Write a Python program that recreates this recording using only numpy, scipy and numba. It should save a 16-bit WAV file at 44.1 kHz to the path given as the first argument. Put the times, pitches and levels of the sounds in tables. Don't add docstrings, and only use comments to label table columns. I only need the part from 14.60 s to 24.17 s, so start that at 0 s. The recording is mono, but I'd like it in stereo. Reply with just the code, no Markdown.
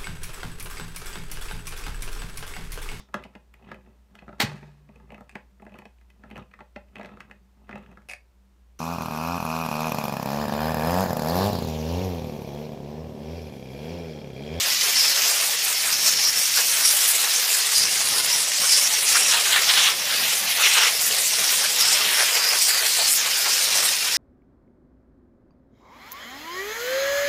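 import sys
import numpy as np
from scipy import signal
from scipy.fft import rfft, irfft, dct, next_fast_len
from scipy.io import wavfile
from scipy.ndimage import uniform_filter1d
from numba import njit

SR = 44100
rng = np.random.default_rng(int(sys.argv[2]) if len(sys.argv) > 2 else 0)


def convert_level_to_amplitude(level_db):
    exponent = np.asarray(level_db, float) / 20
    return 10 ** exponent


def dump(signal):
    limited = np.clip(np.atleast_2d(signal).T, -1, 1)
    pcm = np.round(limited * 32767).astype(np.int16)
    wavfile.write(sys.argv[1], SR, pcm)


N = 422037
TIME = np.arange(N) / SR
BODY_HZ, CHEST_HZ, ROAR_HZ, RING_HZ, FIZZ_HZ, AIR_HZ = 370, 810, 1800, 4250, 7000, 10700

# freq_hz, density_db (per Hz)
HISS = [(250, -27), (400, -11.5), (630, -9), (1000, -7.5), (1400, -5.5), (1750, -3), (2500, -2.5),
        (3700, -2.5), (5300, -0.5), (7800, -4), (12000, -5.5), (13500, -6.5), (15000, -6.5)]
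# time_s, flow_db, aim_db (at phone), shade_db (steam cloud on the top), contact_db (guard)
SWEEP = [(0.0, -25.5, -4, 0.5, -1), (0.56, -22.5, -4.5, 2.5, -4), (1.13, -28.5, 1, 1.5, -0.7),
         (1.69, -20, -8, 1.5, -9.5), (2.25, -25, 3.4, 4.5, -2), (2.81, -25, -2, 3.5, -3.5),
         (3.38, -25.5, -1.3, 7.5, -3), (3.94, -24.2, -2, 7, -5), (4.5, -21.5, -2, 7.5, -5),
         (5.07, -23, -2.5, 7, -2), (5.63, -27, -0.3, 3, 0.5), (6.19, -23.5, -5, 4, 2),
         (6.76, -26, -2, 3, -1.55), (7.32, -23, -3.5, 5, -0.64), (7.88, -23, -5, 2.6, -2.5),
         (8.44, -23, -4.5, 4, -4.5), (9.01, -23.9, -2, 3.8, -3), (9.57, -24, -7.5, 3.6, -3.5)]


def unit(x):
    return x / np.sqrt(np.mean(x ** 2))


def curves(table):
    s, *columns = np.transpose(table)
    return [np.interp(TIME, s, c) for c in columns]


def walk(rate_hz):
    hold = int(SR / rate_hz)
    held = np.repeat(rng.standard_normal(N // hold + 1), hold)
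    return unit(uniform_filter1d(uniform_filter1d(held, hold), hold)[:N])


def flutter(rate_hz):
    shake = walk(rate_hz)
    return unit(shake - uniform_filter1d(shake, int(4 * SR / rate_hz)))


def gate(t, length_s, edge_s):
    return np.clip(np.minimum(t, length_s - t) / edge_s, 0, 1)


def swings(table, eddy=None):
    rise_s, fall_s, size_spread = .025, .03, .6
    total_db = 0.68 * flutter(65)
    for s, hold_s, db, *size in table:
        a, b = int(max(s, 0) * SR), int((s + rise_s + max(hold_s, 0) + fall_s) * SR)
        t = TIME[a:b] - s
        reach = np.exp(-((size[0] - eddy) / size_spread) ** 2) if size else 1
        rise, fall = t / rise_s, 1 - (t - rise_s - hold_s) / fall_s
        total_db[a:b] += db * reach * np.clip(np.minimum(rise, fall), 0, 1)
    return total_db


def band(x, colour, lo_hz, hi_hz, skirt_oct):
    size = next_fast_len(N)
    octave = np.log2(np.arange(size // 2 + 1) * SR / size + 1)
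    hz, db = np.transpose(colour)
    rise = np.clip((octave - np.log2(lo_hz)) / skirt_oct + .5, 0, 1)
    fall = np.clip((octave - np.log2(hi_hz)) / skirt_oct + .5, 0, 1)
    tilt = convert_level_to_amplitude(np.interp(octave, np.log2(hz), db))
    shape = np.sin(np.pi / 2 * rise) * np.cos(np.pi / 2 * fall) * tilt
    return irfft(rfft(x, size) * shape, size)[:N]


@njit
def svf(x, hz, share):
    y, b, l = np.empty(len(x)), 0., 0.
    for i in range(len(x)):
        g = np.tan(np.pi * hz[i] / SR)
        v = (b + g * (x[i] - l)) / (1 + g * (g + share))
        b, l, y[i] = 2 * v - b, l + 2 * g * v, share * v
    return y


def turbulence(spit, lo_hz, hi_hz, count, patchy_db, rate_hz, colour=HISS):
    edges_hz = np.geomspace(lo_hz, hi_hz, count + 1)
    total = np.zeros(N)
    for a_hz, b_hz in zip(edges_hz, edges_hz[1:]):
        eddies = band(spit * rng.standard_normal(N), colour, a_hz, b_hz, .4)
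        total += convert_level_to_amplitude(patchy_db * walk(rate_hz)) * eddies
    return unit(total)


def sputter(surge_db, drop_db, drops_per_s):
    drops = (rng.random(N) < drops_per_s / SR) * convert_level_to_amplitude(drop_db * rng.exponential(size=N))
    flash = signal.lfilter([1], [1, -np.exp(-1 / (0.001 * SR))], drops)
    return convert_level_to_amplitude(surge_db * flutter(60)) * (1 + 0.36 * flash)


def buffet():
    # freq_hz, density_db (per Hz)
    rumble = [(12, -49), (20, -28), (48, -12.5), (150, -7), (173, -5.5), (307, -7.5), (400, -7), (520, -29),
              (880, -120)]
    # start_s, hold_s, gain_db
    arrivals = [(.05, .08, 3), (.3, .17, 4.5), (.65, .55, -1.5), (1.29, .28, 5.5), (1.7, .12, 1.5),
                (2.0, 1.08, -1), (3.15, .22, 6), (3.43, .25, 6), (3.72, .1, 2.5), (3.94, .08, 4.5),
                (4.12, .13, 3.5), (4.49, .27, 4), (4.88, .17, 4.5), (5.28, .45, 4), (5.5, .12, 2),
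                (5.8, .1, 3), (6.43, .14, 4.5), (6.79, .08, 3.5), (7.0, .06, 2.5), (7.19, .3, 5),
                (8.4, .08, 6), (8.63, .25, 1.5), (9.05, .25, 4)]
    calm_db = -56.3
    gusts = turbulence(convert_level_to_amplitude(.6 * walk(9)), 18, BODY_HZ, count=4, patchy_db=.9, rate_hz=12, colour=rumble)
    return convert_level_to_amplitude(calm_db + swings(arrivals) + 1.04) * gusts


def ripple(x, ripple_db):
    size = 2048
    lines = signal.stft(x, SR, nperseg=size)[2]
    comb = uniform_filter1d(rng.standard_normal(lines.shape), size=3, axis=0)
    comb = uniform_filter1d(comb, size=2, axis=1)
    lines = lines * convert_level_to_amplitude(ripple_db * comb / comb.std() - 0.95)
    return signal.istft(lines, SR, nperseg=size)[1][:N]


def shift_bands(x):
    # start_s, length_s, change_db, centre_hz
    band_moves = [(.05, .22, 3, 4800), (.32, .22, 3, 4200), (1.16, .17, 3, 8500), (1.41, .08, 3, 6500),
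                  (1.43, .09, 3, 4400), (1.55, .09, 4, 4500), (1.84, .14, 3, 9400), (2.71, .08, 3, 6800),
                  (2.99, .07, 3, 5750), (3.29, .11, 4, 9400), (3.5, .07, 4, 4400), (3.99, .33, 3.5, 6300),
                  (4.55, .09, 3, 8600), (4.68, .06, 4, 6300), (5.07, .08, 3, 6700), (5.15, .12, 3, 7700),
                  (5.42, .1, 4, 5200), (5.99, .13, 3.5, 6800), (6.11, .21, 3, 7900), (6.66, .12, 3.5, 5450),
                  (7.23, .14, 4, 7800), (7.41, .1, 3, 4300), (8.12, .2, 3, 1900), (8.29, .13, 3, 7500),
                  (8.89, .18, 3, 6600), (9.0, .22, 3.5, 4100), (9.1, .27, 3, 7900), (9.24, .14, 3, 4350),
                  (1.24, .07, -4, 5100), (1.43, .06, -3, 5300), (1.82, .12, -3.5, 5300), (2.63, .11, -4, 8000),
               (2.8, .15, -4, 8500), (2.84, .11, -4, 5900), (3.45, .2, -4, 7500), (3.56, .07, -4, 1300),
               (3.62, .08, -4, 5900), (4.74, .07, -4, 5300), (4.84, .15, -4, 5100), (4.92, .29, -3, 9400),
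               (5.07, .05, -2.5, 3150), (5.32, .38, -3.5, 8000), (5.75, .3, -3, 8500),
               (6.07, .06, -4, 4900), (6.18, .14, -3, 3900), (6.31, .12, -3, 2400), (6.47, .12, -3, 2400),
               (6.38, .18, -3, 5600), (7.13, .1, -4, 8400), (7.34, .24, -4, 6300), (7.68, .3, -3, 3600),
               (8.08, .17, -4, 5800), (8.1, .2, -3, 3500), (8.71, .12, -3, 6000), (9.35, .21, -4, 6100),
               (8.48, .1, -3, 5300), (3.82, .1, -3, 2200)]
    width, edge_s = .3, .03
    out = x.copy()
    for s, length_s, db, hz in band_moves:
        a, b = int(s * SR), int((s + length_s) * SR)
        t = TIME[a:b] - s
        change = convert_level_to_amplitude(db * gate(t, length_s, edge_s)) - 1
        out[a:b] += change * svf(out[a:b], np.full(len(t), 1. * hz), width)
    return out


def howls(table, rush, edge_s, width):
    out = np.zeros(N)
    for s, length_s, db, *hz in table:
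        a, b = int(s * SR), int((s + length_s) * SR)
        centre_hz = np.linspace(hz[0], hz[-1], b - a)
        tone = unit(svf(svf(rush[a:b], centre_hz, width), centre_hz, width))
        out[a:b] += convert_level_to_amplitude(db) * gate(TIME[a:b] - s, length_s, edge_s) * tone
    return out


def blades(spit):
    # start_s, length_s, level_db, centre_hz
    blade_hits = [(4.545, 0.033, -25, 1570), (4.707, 0.072, -27, 3840), (4.927, 0.073, -24.5, 1950),
                  (4.91, .09, -23.5, 3620), (5.08, 0.039, -23, 3000), (5.166, 0.12, -23, 3330),
                  (5.993, 0.035, -26.5, 1260), (6.03, .052, -18.5, 2600), (6.09, .05, -22, 2650),
                  (6.144, 0.15, -21, 2750), (6.15, .14, -27, 1500), (6.02, .055, -26, 3700),
                  (7.568, .07, -25.5, 1800), (7.672, 0.045, -26, 2840), (8.857, .04, -32.5, 1000),
                  (5.625, .05, -25.5, 3000), (5.7, .045, -28, 2800), (6.15, .15, -26, 3700),
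                  (4.57, .06, -28, 2600), (5.25, .058, -26, 3500), (4.72, .085, -28, 2700),
                  (7.59, .04, -33, 900), (8.385, .05, -33.5, 750), (9.15, 0.044, -35.5, 700),
                  (4.72, 0.095, -30, 1800), (3.99, 0.037, -45.5, 200), (5.81, .05, -47, 205),
                  (6.79, .05, -50, 180)]
    # start_s, length_s, level_db, whistle_hz
    whistles = [(.35, .08, -27, 5370), (1.31, .06, -25, 4930), (1.45, .08, -27, 6300),
                (1.62, .09, -24.5, 5300), (2.23, .07, -22, 5350), (3.14, .06, -24, 4800),
                (4.08, .1, -23, 4900), (4.52, .07, -27.5, 5440), (5.03, 0.082, -29, 5750),
                (5.2, .1, -25.5, 6050), (5.38, 0.088, -30.5, 5600), (6.18, .25, -29.5, 5240),
                (6.42, .05, -26, 6500), (7.19, 0.099, -25.5, 5050), (7.99, 0.1, -25.5, 5650),
                (8.24, .11, -28, 4250), (8.7, .25, -28.5, 4930)]
    # start_s, length_s, level_db, from_hz, to_hz
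    slides = [(1.31, .05, -27, 5900, 5700), (1.62, .09, -27.5, 5900, 5200), (3.53, .07, -28, 4950, 5050),
              (3.67, .1, -24.5, 5000, 6000), (5.17, .07, -25, 3400, 3700), (7.745, .05, -26, 4900, 4500),
              (7.8, .14, -25, 4700, 5300), (8.09, .13, -24, 5000, 4550), (8.37, .11, -26, 4100, 4500),
              (8.49, .04, -27, 6900, 6900), (8.55, .04, -26, 7000, 6500), (3.14, .1, -29, 4900, 5000),
              (1.93, .07, -29, 5500, 5300), (4.6, .13, -27, 5600, 5600), (5.52, .1, -31, 4600, 4800),
              (7.52, .15, -28, 5600, 5200), (8.43, .05, -29, 5400, 5400)]
    # start_s, peak_db
    ticks = [
        (4.275, -9.5),
        (6.394, -7),
        (7.656, -11),
    ]
    rush = spit * convert_level_to_amplitude(0.88 * walk(40)) * rng.standard_normal((2, N))
    out = howls(blade_hits, rush[0], edge_s=0.007, width=.48)
    out += howls(whistles, rush[1], edge_s=.02, width=.18)
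    out += howls(slides, rush[1][::-1].copy(), edge_s=.02, width=.1)
    t = TIME[:100]
    for s, db in ticks:
        out[int(s * SR):][:len(t)] += convert_level_to_amplitude(db) * np.exp(-t / .0003) * np.sin(2 * np.pi * 5000 * t)
    return out


def wires(spit):
    # start_s, hold_s, gain_db, eddy_size (0-1)
    strikes = [(0.64, 0.047, 3, 0.8), (1.22, 0.058, 5, 0.6), (1.44, 0.02, 3, 0.3), (1.95, 0.02, 9, 0.7),
               (2.6, 0.07, 2.5, 0.8), (3.5, 0.07, 3.5, 0.7), (4.0, 0.02, 5.5, 0.9), (4.08, 0.073, 2.5, 0.0),
               (4.53, 0.02, 7.5, 0.5), (4.59, 0.0034, 4, 0.98), (4.7, 0.048, 5.7, 0.4),
               (4.91, 0.027, 6.5, 0.4), (4.96, 0.0046, 2.5, 0.1), (5.07, 0.0085, 7.5, 0.2),
               (5.11, 0.04, 3.4, 0.2), (5.15, 0.12, 7, 0.25), (5.59, 0.0, 5.5, 0.8), (6.02, 0.016, 6, 0.0),
               (6.14, 0.07, 4, 0.4), (6.48, 0.1, 4.5, 0.94), (6.78, 0.008, 5.5, 1.0), (6.99, 0.02, 4, 1.0),
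               (7.56, 0.046, 5, 1), (7.75, 0.054, 4, 1), (7.9, 0.033, 6.5, 1.0), (8.37, 0.02, 8, 0.86),
               (8.64, 0.015, 5, 0.7), (8.84, 0.011, 7.5, 0.83), (9.12, 0.17, 3, 0.93), (.04, .01, 5, .8),
               (2.63, .01, 3, .8), (5.49, .015, 4, .6), (8.12, .02, 3.5, .7), (8.19, .02, 4, .7),
               (6.24, .03, 2, .6)]
    # start_s, hold_s, loss_db, eddy_size (0-1)
    openings = [(0.0, 0.0, -11.5, 0.8), (0.11, 0.07, -7.7, 0.98), (0.303, 0.07, -5, 1.0),
                (0.945, 0.06, -5, 0.9), (1.818, 0.13, -5.5, 1.0), (2.04, 0.02, -6, 0.7),
                (5.298, 0.13, -4.2, 0.2), (5.66, 0.02, -5, 1.0), (5.733, 0.1, -4, 0.3),
                (5.87, 0.06, -4, 0.7), (6.08, 0.044, -5.5, 1.0), (6.29, 0.15, -7, 0.3),
                (6.463, 0.22, -6, 0.5), (6.94, 0.043, -1.5, 0.8), (7.063, 0.07, -6, 0.4),
                (7.965, 0.07, -5, 0.5), (8.26, 0.06, -1.5, 0.5), (8.51, 0.02, -4, 0.4),
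                (9.342, 0.073, -3, 0.6), (1.15, .04, -3.5, .8), (3.9, .06, -4, .6), (5.23, .04, -2, .8)]
    # time_s, wake_hz
    wake_path = [(4.5, 2850), (4.56, 1930), (4.63, 2850), (5.25, 3350), (5.95, 2700), (6.3, 2540),
                 (7.2, 3230), (7.6, 2340), (8.0, 2820)]
    flow_db, _, _, contact_db = curves(SWEEP)
    moves = strikes + openings
    push_db = flow_db + contact_db
    roar_db = push_db + swings(moves, eddy=0)
    chest_db = push_db - 8.5 + swings(moves, eddy=.5)
    body_db = push_db - 16 + swings(moves, eddy=1)

    broad = turbulence(spit, ROAR_HZ, RING_HZ, count=4, patchy_db=0.66, rate_hz=25)
    wake_hz = curves(wake_path)[0] * (1 + .09 * walk(12))
    wake = unit(svf(broad, wake_hz, .3))
    share = np.clip(.15 + .04 * (roar_db + 27.0), 0, .8)
    roar = unit(np.sqrt(1 - share) * unit(broad) + 0.55 * share * wake)
    chest = turbulence(spit, CHEST_HZ, ROAR_HZ, count=3, patchy_db=1.0, rate_hz=22)
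    body = turbulence(spit, BODY_HZ, CHEST_HZ, count=2, patchy_db=1.0, rate_hz=19)
    return convert_level_to_amplitude(roar_db + 0.81) * roar + convert_level_to_amplitude(chest_db + 0.98) * chest + convert_level_to_amplitude(body_db + 1.07) * body


def jet(spit):
    # time_s, centre_hz
    tip_path = [(0.0, 4930), (.37, 5250), (.96, 5160), (1.44, 5400), (2.29, 5430), (2.93, 5130),
                (3.54, 5080), (3.75, 5470), (4.16, 5180), (4.3, 5600), (5.0, 4960), (5.44, 5380),
                (6.48, 5530), (7.01, 5420), (7.8, 5010), (8.43, 4680), (8.5, 5300), (9.57, 5380)]
    # start_s, hold_s, change_db
    flares = [(0.33, 0.064, 4.7), (0.65, 0.027, 2.5), (1.13, 0.12, 2.4), (1.3, 0.17, 3),
              (1.36, 0.0095, -2.5), (1.7, 0.02, -5.5), (1.81, 0.1, -1.5), (2.0, 0.04, -1.5),
              (2.22, 0.054, 5.5), (2.52, 0.063, -1.5), (3.13, 0.059, 5), (3.69, 0.053, 1), (4.06, 0.076, 4),
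              (4.27, 0.006, -9.5), (4.41, 0.0027, -13), (4.57, 0.07, -2), (4.73, 0.16, -2),
              (4.93, 0.045, -4), (5.3, 0.17, -3), (5.93, 0.0075, -4.5), (6.24, 0.13, -2.5),
              (6.83, 0.043, 3.8), (7.09, 0.04, -5.5), (7.18, 0.1, 4), (7.44, 0.068, -3),
              (7.68, 0.013, -3.5), (8.18, 0.029, -2.5), (8.32, 0.034, -4), (8.59, 0.07, -1.5),
              (8.83, 0.039, -1.5)]
    # start_s, hold_s, change_db
    flicks = [(0.13, 0.054, -3.7), (0.94, 0.051, -5.5), (1.14, 0.04, -4.5), (1.32, 0.054, -3),
              (1.42, 0.044, 4), (1.52, 0.041, -5), (1.7, 0.031, -4), (1.86, 0.04, -3.6), (2.2, 0.014, -4),
              (2.36, 0.022, 1), (2.46, 0.027, 3.5), (2.86, 0.09, 3.6), (3.14, 0.0082, 2.5), (3.54, 0.0, 3),
              (3.83, 0.092, -3.5), (4.12, 0.078, 1.5), (4.62, 0.039, -2), (5.3, 0.13, -4.5),
              (5.45, 0.12, -2), (5.98, 0.17, 2.5), (6.4, 0.038, 4.5), (6.58, 0.07, 3.5), (6.89, 0.046, 4),
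              (7.18, 0.0029, 5), (8.0, 0.07, 4.3), (8.23, 0.11, 2), (8.47, 0.077, 6), (8.58, 0.045, -3.5),
              (9.06, 0.056, -3.5), (9.22, 0.043, 4)]
    flow_db, aim_db, shade_db, _ = curves(SWEEP)
    ring_db = flow_db + swings(flares)
    fizz_db = flow_db + aim_db + swings(flicks)
    air_db = fizz_db - shade_db + 0.077 * (fizz_db - flow_db - aim_db) + 1.1 * flutter(50)

    broad = turbulence(spit, RING_HZ, FIZZ_HZ, count=4, patchy_db=1.95, rate_hz=28)
    wide = band(spit * rng.standard_normal(N), HISS, 3000, 8000, 0.41)
    tip_hz = (5300 + 1.7 * (curves(tip_path)[0] - 5250)) * (1 + .025 * walk(20))
    tip = unit(svf(svf(wide, tip_hz, .12), tip_hz, .13))
    share = np.clip(.42 + 0.071 * (ring_db + 20.5), .05, .9)
    ring = np.sqrt(1 - share) * broad + .9 * np.sqrt(share) * tip

    fizz = turbulence(spit, FIZZ_HZ, AIR_HZ, count=3, patchy_db=2.3, rate_hz=20)
    air = turbulence(spit, AIR_HZ, 16500, count=3, patchy_db=1.4, rate_hz=24)
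    top = convert_level_to_amplitude(fizz_db + 0.22) * fizz + convert_level_to_amplitude(air_db + 0.5) * air
    return convert_level_to_amplitude(ring_db + 0.3) * ring + convert_level_to_amplitude(.6 * flutter(70)) * top


def scene():
    spit = sputter(surge_db=0.47, drop_db=2.0, drops_per_s=400)
    hiss = ripple(jet(spit) + wires(spit), ripple_db=2.0)
    mono = shift_bands(hiss + blades(spit)) + buffet()
    return np.array([mono, mono])


def phone(x, follow, scatter_db, drift_db):
    # freq_hz, rms_over_step_db
    coarse = [(100, 4), (700, 1), (1800, 2), (3400, -1), (5500, -1), (7000, -3), (10000, -4), (12400, -5.5),
              (13300, -8.5), (14500, -7)]
    hop, wide, grid, top = 1024, 4, 18, 710
    count = N // hop + 2
    padded = np.pad(x, (hop - grid, (count + 1) * hop - N))
    window = np.sin(np.pi * (np.arange(2 * hop) + .5) / (2 * hop))
    frames = np.array([padded[j * hop:(j + 2) * hop] for j in range(count)]) * window
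    a, b, c, d = np.split(frames, 4, axis=1)
    lines = dct(np.hstack([-c[:, ::-1] - d, a - b[:, ::-1]]), type=4, norm="ortho")
    lines = lines.reshape(count, -1, wide)

    centre_hz = (np.arange(hop // wide) + .5) * wide * SR / 2 / hop
    power = np.mean(lines ** 2, axis=2)
    masked = uniform_filter1d(power, size=15, axis=1)
    level_db = 10 * np.log10(np.where(centre_hz < 700, power, masked) + 1e-12)
    over_db = np.interp(centre_hz, *np.transpose(coarse))
    drift = np.resize(walk(1.5)[::hop], count)[:, None]
    short_db = drift_db * drift + scatter_db * rng.standard_normal(level_db.shape)
    step_db = follow * level_db + (1 - follow) * level_db.mean(axis=0) - over_db + short_db
    step = convert_level_to_amplitude(step_db)[..., None]
    lines = np.sign(lines) * step * np.floor((abs(lines) / step) ** .75 + .4054) ** (4 / 3)

    lines = lines.reshape(count, hop) * (np.arange(hop) < top)
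    u, v = np.split(dct(lines, type=4, norm="ortho"), 2, axis=1)
    frames = np.hstack([v, -v[:, ::-1], -u[:, ::-1], -u]) * window
    frames[1:, :hop] += frames[:-1, hop:]
    return frames[:, :hop].ravel()[hop - grid:][:N]


def band_limit(x):
    return signal.sosfilt(signal.butter(12, 15420, fs=SR, output="sos"), x)


def record(dry):
    # time_s, low_hz, high_hz, level_db
    slips = [(.715, 6300, 7600, -31), (.715, 11700, 13000, -36), (4.799, 4600, 5700, -23),
             (4.80, 9600, 11100, -28), (6.26, 7500, 9000, -26), (8.535, 8300, 10400, -23)]
    mid = phone(np.tanh(1.098 * dry[0]) / 1.099, follow=.85, scatter_db=1.2, drift_db=1.1)
    side = np.zeros(N)
    for s, lo_hz, hi_hz, db in slips:
        frame = np.cos(np.pi / 2 * np.clip((TIME - s) / 0.013, -1, 1)) ** 2
        noise = unit(band(rng.standard_normal(N), [(20, 0), (20000, 0)], lo_hz, hi_hz, .01))
        side += convert_level_to_amplitude(db) * frame * noise
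    return band_limit(np.array([mid + side, mid - side]))


dry = scene()
out = record(dry)
dump(out)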